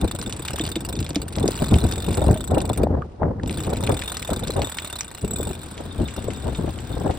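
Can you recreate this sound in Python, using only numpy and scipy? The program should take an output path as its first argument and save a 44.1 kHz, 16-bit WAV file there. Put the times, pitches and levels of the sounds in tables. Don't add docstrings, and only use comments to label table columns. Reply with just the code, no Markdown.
import sys
import numpy as np
from scipy import signal
from scipy.fft import rfft, irfft, next_fast_len
from scipy.io import wavfile
from scipy.ndimage import uniform_filter1d

SR = 44100
rng = np.random.default_rng(int(sys.argv[2]) if len(sys.argv) > 2 else 0)


def waveform_to_disk(signal):
    frames = np.transpose(np.atleast_2d(signal))
    scaled = np.clip(frames, -1, 1) * 32767
    samples = np.round(scaled).astype(np.int16)
    wavfile.write(sys.argv[1], SR, samples)


N = 316682
T = np.arange(N) / SR
HIT = T[:SR // 14]

# t/s, teeth, rate at start/(teeth/s), rate at end/(teeth/s),
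# extra rate mid-push/(teeth/s), level/dB
STROKES = [(0.0116, 10, 32.18, 31.57, -5.63, -34.5), (0.3637, 14, 33.68, 37.9, 2.1, -34),
           (0.7575, 11, 20.94, 14.2, 8.85, -35.5), (1.2804, 18, 22.82, 42.24, 11.07, -36.5),
           (1.7553, 23, 34.52, 42.08, 8.98, -35), (2.2804, 11, 33.61, 28.49, -1.86, -36),
           (2.652, 5, 24.95, 17.26, 3.88, -34.5), (3.4745, 10, 29.94, 27.63, 3.27, -36.5),
           (3.8056, 13, 32.95, 50.38, 0.53, -34.5), (4.118, 11, 39.47, 31.85, 1.6, -34),
           (4.4362, 21, 28.84, 33.05, 9.6, -34), (5.0089, 10, 28.58, 32.87, -0.94, -39),
           (5.3327, 11, 37.61, 48.78, 5.39, -38.5)]
# t/s, rate/(teeth/s), level/dB
TURNED_AWAY = [(5.57, 51, -42.5), (5.7, 35, -46.5), (5.9, 32.4, -50.5), (6.15, 33.6, -41.5),
               (6.6, 38, -48.5), (7.18, 54.4, -48.5)]
# t/s, level/dB
GEARS = [(0, -46), (.6, -40), (.85, -46.5), (1.3, -48), (1.5, -37.5), (2.2, -43), (2.5, -51), (2.8, -47.5),
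         (2.9, -60), (3.38, -66), (3.5, -42.5), (4.9, -41.5), (5.1, -48), (7.18, -50.5)]
# t/s, level/dB, f/Hz
KNOCKS_AND_TICKS = [(0.214, -29, 4270), (0.325, -27, 3750), (0.483, -26, 2880), (0.595, -25.5, 2770),
                    (.652, -29, 3350), (.676, -32, 3330), (0.756, -27, 3000), (.954, -35, 3550),
                    (0.99, -32, 3730), (1.027, -33.5, 3700), (1.064, -32.5, 3500), (1.105, -32.5, 3800),
                    (1.157, -21.5, 4000), (1.355, -32, 3570), (1.384, -31.5, 3440), (1.478, -22.5, 4700),
                    (1.74, -24.5, 2820), (1.923, -26.5, 4000), (2.143, -31.5, 3620), (2.604, -31.5, 3520),
                    (3.02, -27.5, 1274), (3.397, -34.5, 1470), (3.433, -39, 3600), (3.46, -40, 3420),
                    (3.495, -31, 2930), (3.873, -26, 2440), (4.021, -27, 2380), (4.169, -26.5, 4140),
                    (4.226, -31, 2700), (4.48, -30, 4440), (4.618, -25.5, 3060), (4.785, -22.5, 2580),
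                    (4.927, -38.5, 4040), (5.008, -21.5, 5400), (5.778, -38, 2670), (6.084, -34.5, 2520),
                    (6.304, -36.5, 2570), (6.548, -38, 2500), (6.787, -39.5, 2601), (7.109, -37, 2740)]
# f/Hz, density/(dB per Hz)
CLACK_COLOUR = [(400, -4.5), (1700, 11), (2700, 15), (5000, 5), (7000, 9.5), (9500, -1), (16000, -24)]
# f/Hz, density/(dB per Hz)
FLUTTER = [(50, -34), (150, -6), (330, -1), (500, 2.5), (800, -3), (1200, -15.5), (1900, -27), (5000, -90)]


def undb(db):
    return 10 ** (np.asarray(db) / 20)


def unit(x):
    return x / np.sqrt(np.mean(x ** 2))


def strongest_rms(x, size):
    power = np.atleast_2d(x).mean(0) ** 2
    return np.sqrt(uniform_filter1d(power, size, mode="constant").max())


def loudest(x, size):
    return x / strongest_rms(x, size)


def smooth(x, size):
    return uniform_filter1d(uniform_filter1d(x, size), size)


def curves(table):
    s, *columns = np.transpose(table)
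    return [np.interp(T, s, column) for column in columns]


def colour(x, points):
    size = 4096
    hz, db = np.transpose(points)
    log_hz = np.log(np.fft.rfftfreq(size, 1 / SR) + 1)
    log_gain = np.log(undb(np.interp(log_hz, np.log(hz), db)))
    cepstrum = irfft(log_gain)[:size // 2]
    cepstrum[1:] *= 2
    response = irfft(np.exp(rfft(cepstrum, size)))
    response /= np.linalg.norm(response)
    return signal.oaconvolve(x, response[None], axes=1)[:, :N]


def noise(count, side):
    common, apart = rng.standard_normal((2, count))
    return np.array([common + side * apart, common - side * apart])


def add(out, s, x):
    i = int(np.clip(s * SR, 0, N - 1))
    out[:, i:i + x.shape[-1]] += x[..., :N - i]


def resonate(x, hz, q):
    return signal.lfilter(*signal.iirpeak(min(hz, .4 * SR), max(q, 1), fs=SR), x)


def knock(push, hz, q):
    return loudest(resonate(resonate(push, hz, q), hz, q / 2), size=88)


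def contact(rise_s, decay_s, tail_db, tail_s):
    fall = np.exp(-HIT / decay_s) + undb(tail_db) * np.exp(-HIT / tail_s)
    return (1 - np.exp(-HIT / rise_s)) * fall


def eddies(points, side, size):
    x = colour(noise(N, side), points)
    return x / np.sqrt(smooth(np.mean(x ** 2, axis=0), size))


def puffs(breeze_db, rumble_db=-3, flutter_db=-8, half_s=0.018, count=24):
    times = (np.arange(count) + rng.random(count)) * T[-1] / count
    spread_db = 3
    sizes = np.interp(times, T, breeze_db) + spread_db * np.tanh(rng.standard_normal(count))
    return [(s, db + rumble_db, db + flutter_db, half_s) for s, db in zip(times, sizes)]


def wind(rumble_db=-0.38, flutter_db=-1.5, calm_flutter_db=-12, ragged_db=5.0, lean_db=1.5, spray_db=4):
    # t/s, rumble/dB
    breeze = [(0.0, -32.5), (1.3, -33), (1.7, -26.5), (2.44, -31), (2.95, -20.5), (3.15, -43.5),
              (3.45, -27), (3.9, -29), (4.1, -40.5), (4.5, -29), (4.75, -39.5), (5.1, -42.5), (5.7, -36.5),
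              (6.1, -33.5), (6.6, -26.5), (7.18, -35)]
    # t/s, rumble/dB, flutter/dB, half length/s
    gusts = [(0.045, -16, -27, 0.015), (1.005, -22, -56, 0.023), (1.435, -20, -30, 0.044),
             (1.622, -15.5, -20, 0.0096), (1.742, -9.5, -25, 0.022), (1.854, -14.5, -30, 0.018),
             (2.104, -15.5, -27, 0.019), (2.203, -20, -23, 0.028), (2.296, -10, -20.5, 0.027),
             (2.522, -15.5, -22.5, 0.017), (2.597, -25, -23, 0.035), (2.711, -20.5, -27, 0.01),
             (2.8, -22, -25.5, 0.014), (2.841, -16, -20, 0.014), (2.946, -31, -26.5, 0.028),
             (3.231, -17.5, -18.5, 0.013), (3.276, -17.5, -22.5, 0.031), (3.724, -30, -27, 0.019),
             (3.84, -24, -29.5, .012), (3.921, -19.5, -23, 0.037), (4.327, -23, -27, 0.018),
             (4.597, -21.5, -22.5, .023), (5.249, -21.5, -41, 0.012), (5.408, -28.5, -39, 0.096),
             (5.795, -37, -34.5, 0.029), (6.019, -19, -32.5, 0.028), (6.47, -26, -25.5, 0.023),
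             (7.072, -24, -26.5, 0.056)]
    # f/Hz, density/(dB per Hz)
    rumble_colour = [(20, -31), (45, -6.5), (72, 3), (130, -4.5), (300, -10.5), (450, -17), (1500, -76)]
    breeze_db, = curves(breeze)
    breeze_ragged_db = 3
    slow = unit(smooth(rng.standard_normal(N), 1300))
    quick = unit(smooth(rng.standard_normal(N), 420))
    low = undb(breeze_db + breeze_ragged_db * np.tanh(slow)) ** 2
    high = low * undb(calm_flutter_db) ** 2
    for s, low_db, high_db, half in gusts + puffs(breeze_db):
        near = np.abs(T - s) < 4 * half
        swell = np.exp(-((T[near] - s) / half) ** 2)
        low[near] += swell * undb(low_db) ** 2
        high[near] += swell * undb(high_db) ** 2
    rumble = eddies(rumble_colour, side=1 / 10, size=800) * np.sqrt(low)
    rumble *= undb(rumble_db + .5 * ragged_db * quick)
    flutter = eddies(FLUTTER, side=0.7, size=450) * np.sqrt(high)
    flutter *= undb(flutter_db + ragged_db * quick)
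    finer = [(1.19 * hz, db) for hz, db in FLUTTER]
    flutter += eddies(finer, side=0.36, size=450) * high * undb(spray_db + ragged_db * quick)
    lean = lean_db + np.interp(T, [5.5, 6.1], [0, 2.5])
    return (rumble + flutter) * undb(np.array([lean, -lean]) / 2)


def water(level_db=-49):
    # f/Hz, density/(dB per Hz)
    wash = [(100, -4), (700, -1), (2000, -22.5), (5000, -27), (16000, -60)]
    swell_db = np.interp(T, np.arange(32) / 4, rng.standard_normal(32))
    return unit(colour(noise(N, side=1.0), wash)) * undb(level_db + swell_db)


def gears(grind_db=-5.0, chatter_db=-8.0, grain_s=0.0039, whirr_db=7, housing_db=-51):
    # f/Hz, density/(dB per Hz)
    grind_colour = [(300, -6), (900, 14.5), (1900, 6), (3600, -0.5), (5200, -3.5), (6600, -14.5), (9000, 2),
                    (12500, -37)]
    # f/Hz, density/(dB per Hz)
    housing_colour = [(900, -10.5), (1620, 8.5), (1850, -28), (2450, -30), (3300, 1.5), (12000, -36)]
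    db, = curves(GEARS)
    rate, spread_db = 55, 4
    struck = rng.random(N) < rate / SR
    impacts = struck * undb(spread_db * np.minimum(rng.exponential(size=N), 2))
    envelope = signal.lfilter([1], [1, -np.exp(-1 / (grain_s * SR))], impacts)
    chatter = unit(colour(noise(N, side=0.2) * envelope, CLACK_COLOUR)) * undb(chatter_db)
    whirr = whirr_db * np.interp(T, [5.1, 6.1], [0, 1])
    grind = unit(colour(noise(N, side=0.54), grind_colour)) * undb(grind_db + whirr)
    housing = unit(colour(noise(N, side=1.0), housing_colour)) * undb(housing_db)
    housing *= np.interp(T, [4.8, 5.8], [0, 1])
    return (chatter + grind) * undb(db) + housing


def tooth_times(s, teeth, first, last, swell):
    along = np.linspace(0, 1, round(teeth) - 1)
    rate = first + (last - first) * along + swell * np.sin(np.pi * along)
    return s + np.r_[0, np.cumsum(1 / rate)], rate


def stroke_teeth(scatter_db=3.0):
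    drops = []
    for s, teeth, first, last, swell, db in STROKES:
        times, _ = tooth_times(s, teeth, first, last, swell)
        drops += zip(times, db + scatter_db * np.tanh(rng.standard_normal(len(times))))
    return drops


def later_teeth(uneven=0.15, scatter_db=2):
    rate, db = curves(TURNED_AWAY)
    late, size = rng.standard_normal((N // 441, 2)).T
    started = T > TURNED_AWAY[0][0]
    teeth_passed = np.cumsum(rate * started) / SR
    drops = np.flatnonzero(np.diff(np.floor(teeth_passed)))
    return [(T[i] + uneven * a / rate[i], db[i] + scatter_db * b) for i, a, b in zip(drops, late, size)]


def ring(push, dull_db, lift_db, bloom_s=.0009):
    # f/Hz, level/dB, t60/s
    steel = [(1560, -11, .025), (2450, -7, .012), (2800, -7.5, .012), (3540, -7, .03), (3630, -1, 0.045),
             (4030, -4, 0.02), (4680, -10, .01), (5450, -13, .01), (7772, 3.5, 0.032), (8300, -13, 0.01),
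             (8740, -2, 0.02), (8850, -2, 0.018), (9170, -10, .012), (14440, -12, 0.018),
             (15282, -11, 0.014)]
    out, main = 0, 0
    spread_db, detune = 4.8, .0028
    corner_hz = 2600
    for (hz, db, t60), (a, b) in zip(steel, rng.standard_normal((len(steel), 2))):
        turn = 2 * np.pi * hz * (1 + detune * a) / SR
        ring_keep = np.exp(-np.log(1000) / (t60 * SR))
        bloom_keep = np.exp(-1 / (min(bloom_s, t60 / 20) * SR))
        mode = push
        for keep in ring_keep, bloom_keep:
            mode = signal.lfilter([1], [1, -2 * keep * np.cos(turn), keep ** 2], mode)
        loss_db = dull_db * max(np.log2(hz / corner_hz), 0)
        mode = undb(db + spread_db * b - loss_db) * unit(mode)
        out = out + mode
        main = main + mode * (7000 < hz < 8200 or hz > 14000)
    strongest = np.sqrt(uniform_filter1d(np.mean(out ** 2, axis=0), size=529, mode="constant").max())
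    return (out + (undb(lift_db) - 1) * main) / strongest


def cockpit(x, tail_s=0.025, wet_db=-5):
    turned = np.interp(T, [5.5, 5.8], [0, 1])
    walls = rng.standard_normal(len(HIT)) * np.exp(-HIT / tail_s) * (1 - HIT / HIT[-1])
    spectrum = rfft(walls, 2 * len(HIT))
    walls = irfft(spectrum / np.abs(spectrum))[:len(HIT)]
    echo = signal.oaconvolve(x, walls[None], axes=1)[:, :N]
    wet = turned * undb(wet_db)
    return (x + echo * wet) / np.hypot(1, wet)


def ratchet(tick_db=-5.5, tick_spread_db=4.5, ring_db=0, bounce=0.44):
    # t/s, lift/dB
    facing = [(5.2, 0.5), (5.34, 14.5), (5.55, 1), (6.8, 4)]
    # f/Hz, density/(dB per Hz)
    tick_colour = [(400, 11.5), (1000, 15.5), (1900, 11), (2700, -8), (4800, -2.5), (6700, 6), (9200, 5.5),
                   (11500, 2), (15300, 1), (16200, -44)]
    snaps, rings = np.zeros((2, 2, N))
    blow = contact(rise_s=0.00049, decay_s=0.0025, tail_db=-18.0, tail_s=0.007)
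    bounce_s = .003, .011
    for s, db in stroke_teeth() + later_teeth():
        rebound = np.interp(HIT - rng.uniform(*bounce_s), HIT, blow, left=0)
        envelope = blow + bounce * rng.random() * rebound
        push = loudest(noise(len(HIT), side=0.59) * envelope, size=529)
        snap_db = tick_db + tick_spread_db * np.tanh(rng.standard_normal())
        add(snaps, s, push * undb(db + snap_db))
        dull_db = np.interp(s, [5.6, 6.05], [.5, 2.2])
        lift_db = np.interp(s, *np.transpose(facing))
        narrowed = (push + push.mean(0)) / 2
        add(rings, s, undb(db + ring_db) * ring(narrowed, dull_db, lift_db))
    return colour(snaps, tick_colour) + cockpit(rings)


def second_pawl(level_db=4.0, gearing=0.95, scatter_db=5, decay_s=0.00059, pitch_hz=3700, pitched_db=-3):
    # f/Hz, density/(dB per Hz)
    dry_tick = [(600, -3), (2300, 0.5), (5500, -5), (8000, 5), (11000, -12), (16000, 0)]
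    broad, pitched = np.zeros((2, 2, N))
    blow = contact(rise_s=0.00043, decay_s=decay_s, tail_db=-22.5, tail_s=0.0054)
    spread_octaves, q, clear_s = .6, 2.5, .02
    drops = [s for s, _ in later_teeth(uneven=0.45)]
    for s, teeth, first, last, swell, _ in STROKES:
        times, rate = tooth_times(s, teeth, first, last, swell)
        places = np.arange(rng.random(), len(rate), 1 / gearing)
        drops += list(np.interp(places, np.arange(len(times)), times))
    for s in drops:
        grind_db = np.interp(s, *np.transpose(GEARS))
        gain = undb(grind_db + level_db + scatter_db * np.tanh(rng.standard_normal()))
        gain *= min(abs(s - listed[0]) for listed in KNOCKS_AND_TICKS) > clear_s
        tick = loudest(noise(len(HIT), side=0.31) * blow, size=88)
        hz = pitch_hz * 2 ** (spread_octaves * rng.uniform(-0.7, 1))
        add(broad, s, gain * tick)
        add(pitched, s, gain * undb(pitched_db) * knock(tick, hz, q))
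    return colour(broad, dry_tick) + pitched


def knocks_and_ticks(level_db=0, broad_db=-5, q=1.45, rasp_db=-20, turned_rasp_db=13, rasp_s=0.082):
    knocks, rasps, rings = np.zeros((3, 2, N))
    blow = contact(rise_s=0.0004, decay_s=0.0011, tail_db=-9, tail_s=0.005)
    for s, db, hz in KNOCKS_AND_TICKS:
        push = loudest(noise(len(HIT), side=0.26) * blow, size=88)
        edge = min(hz / 2600, 1) ** 4
        add(knocks, s, undb(db + broad_db) * edge * push)
        add(rings, s, undb(db + level_db) * knock(push, hz, q / np.sqrt(edge)))
        side_db = turned_rasp_db * (s > TURNED_AWAY[0][0])
        fade = np.exp(-HIT / rasp_s) * (1 - HIT / HIT[-1])
        rasp = noise(len(HIT), side=0.61) * fade * edge
        add(rasps, s, undb(db + rasp_db + side_db) * rasp)
    return colour(knocks + rasps, CLACK_COLOUR) + rings


def thuds(rise_s=0.0014, sag=1.6, level_db=-1.5, rough=0.17):
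    # t/s, level/dB, f/Hz at the start
    thud_events = [(0.603, -20, 319), (.763, -19, 332), (1.163, -16.5, 295), (2.357, -25.5, 640)]
    # multiple of the pitch, level/dB, decay/s
    deck = [(.72, -9, 0.0086), (1, 0, 0.01), (1.36, -4, 0.0034), (2.1, -16.5, 0.0048)]
    out = np.zeros((2, N))
    for s, db, hz in thud_events:
        phase = 2 * np.pi * np.cumsum(hz * np.exp(-sag * HIT)) / SR
        swing = sum(undb(mode_db) * np.sin(k * phase) * np.exp(-HIT / decay) for k, mode_db, decay in deck)
        band = signal.butter(2, [hz / 2, 2 * hz], "bandpass", fs=SR, output="sos")
        rattle = unit(signal.sosfilt(band, rng.standard_normal(len(HIT))))
        swing = swing + rough * rattle * np.exp(-HIT / deck[0][2])
        thud = loudest(swing * (1 - np.exp(-HIT / rise_s)), size=441)
        add(out, s, undb(db + level_db) * thud)
    return out


def pings(hz=3625, level_db=-1, rise_s=0.00067, decay_s=0.0069):
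    # t/s, level/dB
    ping_events = [(.61, -26), (.763, -32), (1.643, -32), (1.784, -32), (1.934, -33.5), (2.343, -39),
                   (4.078, -30), (4.362, -34), (4.434, -30), (4.645, -27.5), (5.358, -34.5), (5.91, -37),
                   (6.055, -34.5), (6.18, -37), (6.346, -38.5), (6.55, -35), (6.93, -36.5)]
    out = np.zeros((2, N))
    detune = .004
    for (s, db), a in zip(ping_events, rng.standard_normal(len(ping_events))):
        tone = np.sin(2 * np.pi * hz * (1 + detune * a) * HIT)
        tone = tone * (1 - np.exp(-HIT / rise_s)) * np.exp(-HIT / decay_s)
        add(out, s, undb(db + level_db) * loudest(tone, size=220))
    return out


def slaps(level_db=0, sag=0.4096, rough=0.19, lean_db=4.0):
    # t/s of the peak, peak/dB, f/Hz at the peak, length/s
    slap_events = [(1.444, -9, 368, 0.0063), (1.489, -7.5, 433, 0.0031), (2.291, -4.5, 484, 0.0012),
                   (2.5196, -12, 562, 0.0028), (2.7002, -7.5, 692, 0.0013), (2.838, -7, 478, 0.0033),
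                   (2.8708, -10.5, 687, 0.002), (3.222, -13, 749, 0.0044), (3.2326, -10, 876, 0.00066),
                   (4.2945, -16, 600, 0.0042), (4.4994, -18.5, 461, .0065), (4.5944, -14.5, 688, 0.0029),
                   (5.246, -24.5, 379, 0.0049), (5.403, -16.5, 449, 0.0045), (6.286, -15, 486, 0.0049)]
    out = np.zeros((2, N))
    air = eddies(FLUTTER, side=0.78, size=200)
    lead_s = .015
    for (s, db, hz, length), start in zip(slap_events, rng.random(len(slap_events))):
        along = 2 * (HIT - lead_s) / length
        envelope = np.where(along < 0, .5 ** (along ** 2), 1 / (1 + along ** 2))
        cycles = np.cumsum(hz * np.exp(-sag * np.tanh(along / 2))) / SR
        swing = np.sin(2 * np.pi * (start + cycles))
        ragged = swing + rough * np.roll(air, -int(s * SR), axis=1)[:, :len(HIT)]
        add(out, s - lead_s, undb(db + level_db) * envelope * ragged)
    return out * undb(np.array([[lean_db], [-lean_db]]) / 2)


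def at_ports(x):
    # f/Hz, left lead/rad
    ports = [(1500, -.5), (3600, 1.5), (5200, -0.46), (8300, -6), (10400, -9), (15300, -12.5)]
    hz, lead = np.transpose(ports)
    size = next_fast_len(N + 2048)
    turn = np.interp(np.fft.rfftfreq(size, 1 / SR), hz, lead)
    return irfft(rfft(x, size) * np.exp(.5j * np.array([turn, -turn])), size)[:, :N]


def scene():
    winch = gears() + ratchet() + second_pawl() + knocks_and_ticks() + cockpit(pings())
    return wind() + water() + at_ports(winch) + thuds() + slaps()


def record(dry):
    top_hz = 15800
    rounded = np.tanh(dry / .97) * .97
    return signal.sosfilt(signal.ellip(8, .2, 70, top_hz, fs=SR, output="sos"), rounded)


dry = scene()
out = record(dry)
waveform_to_disk(out)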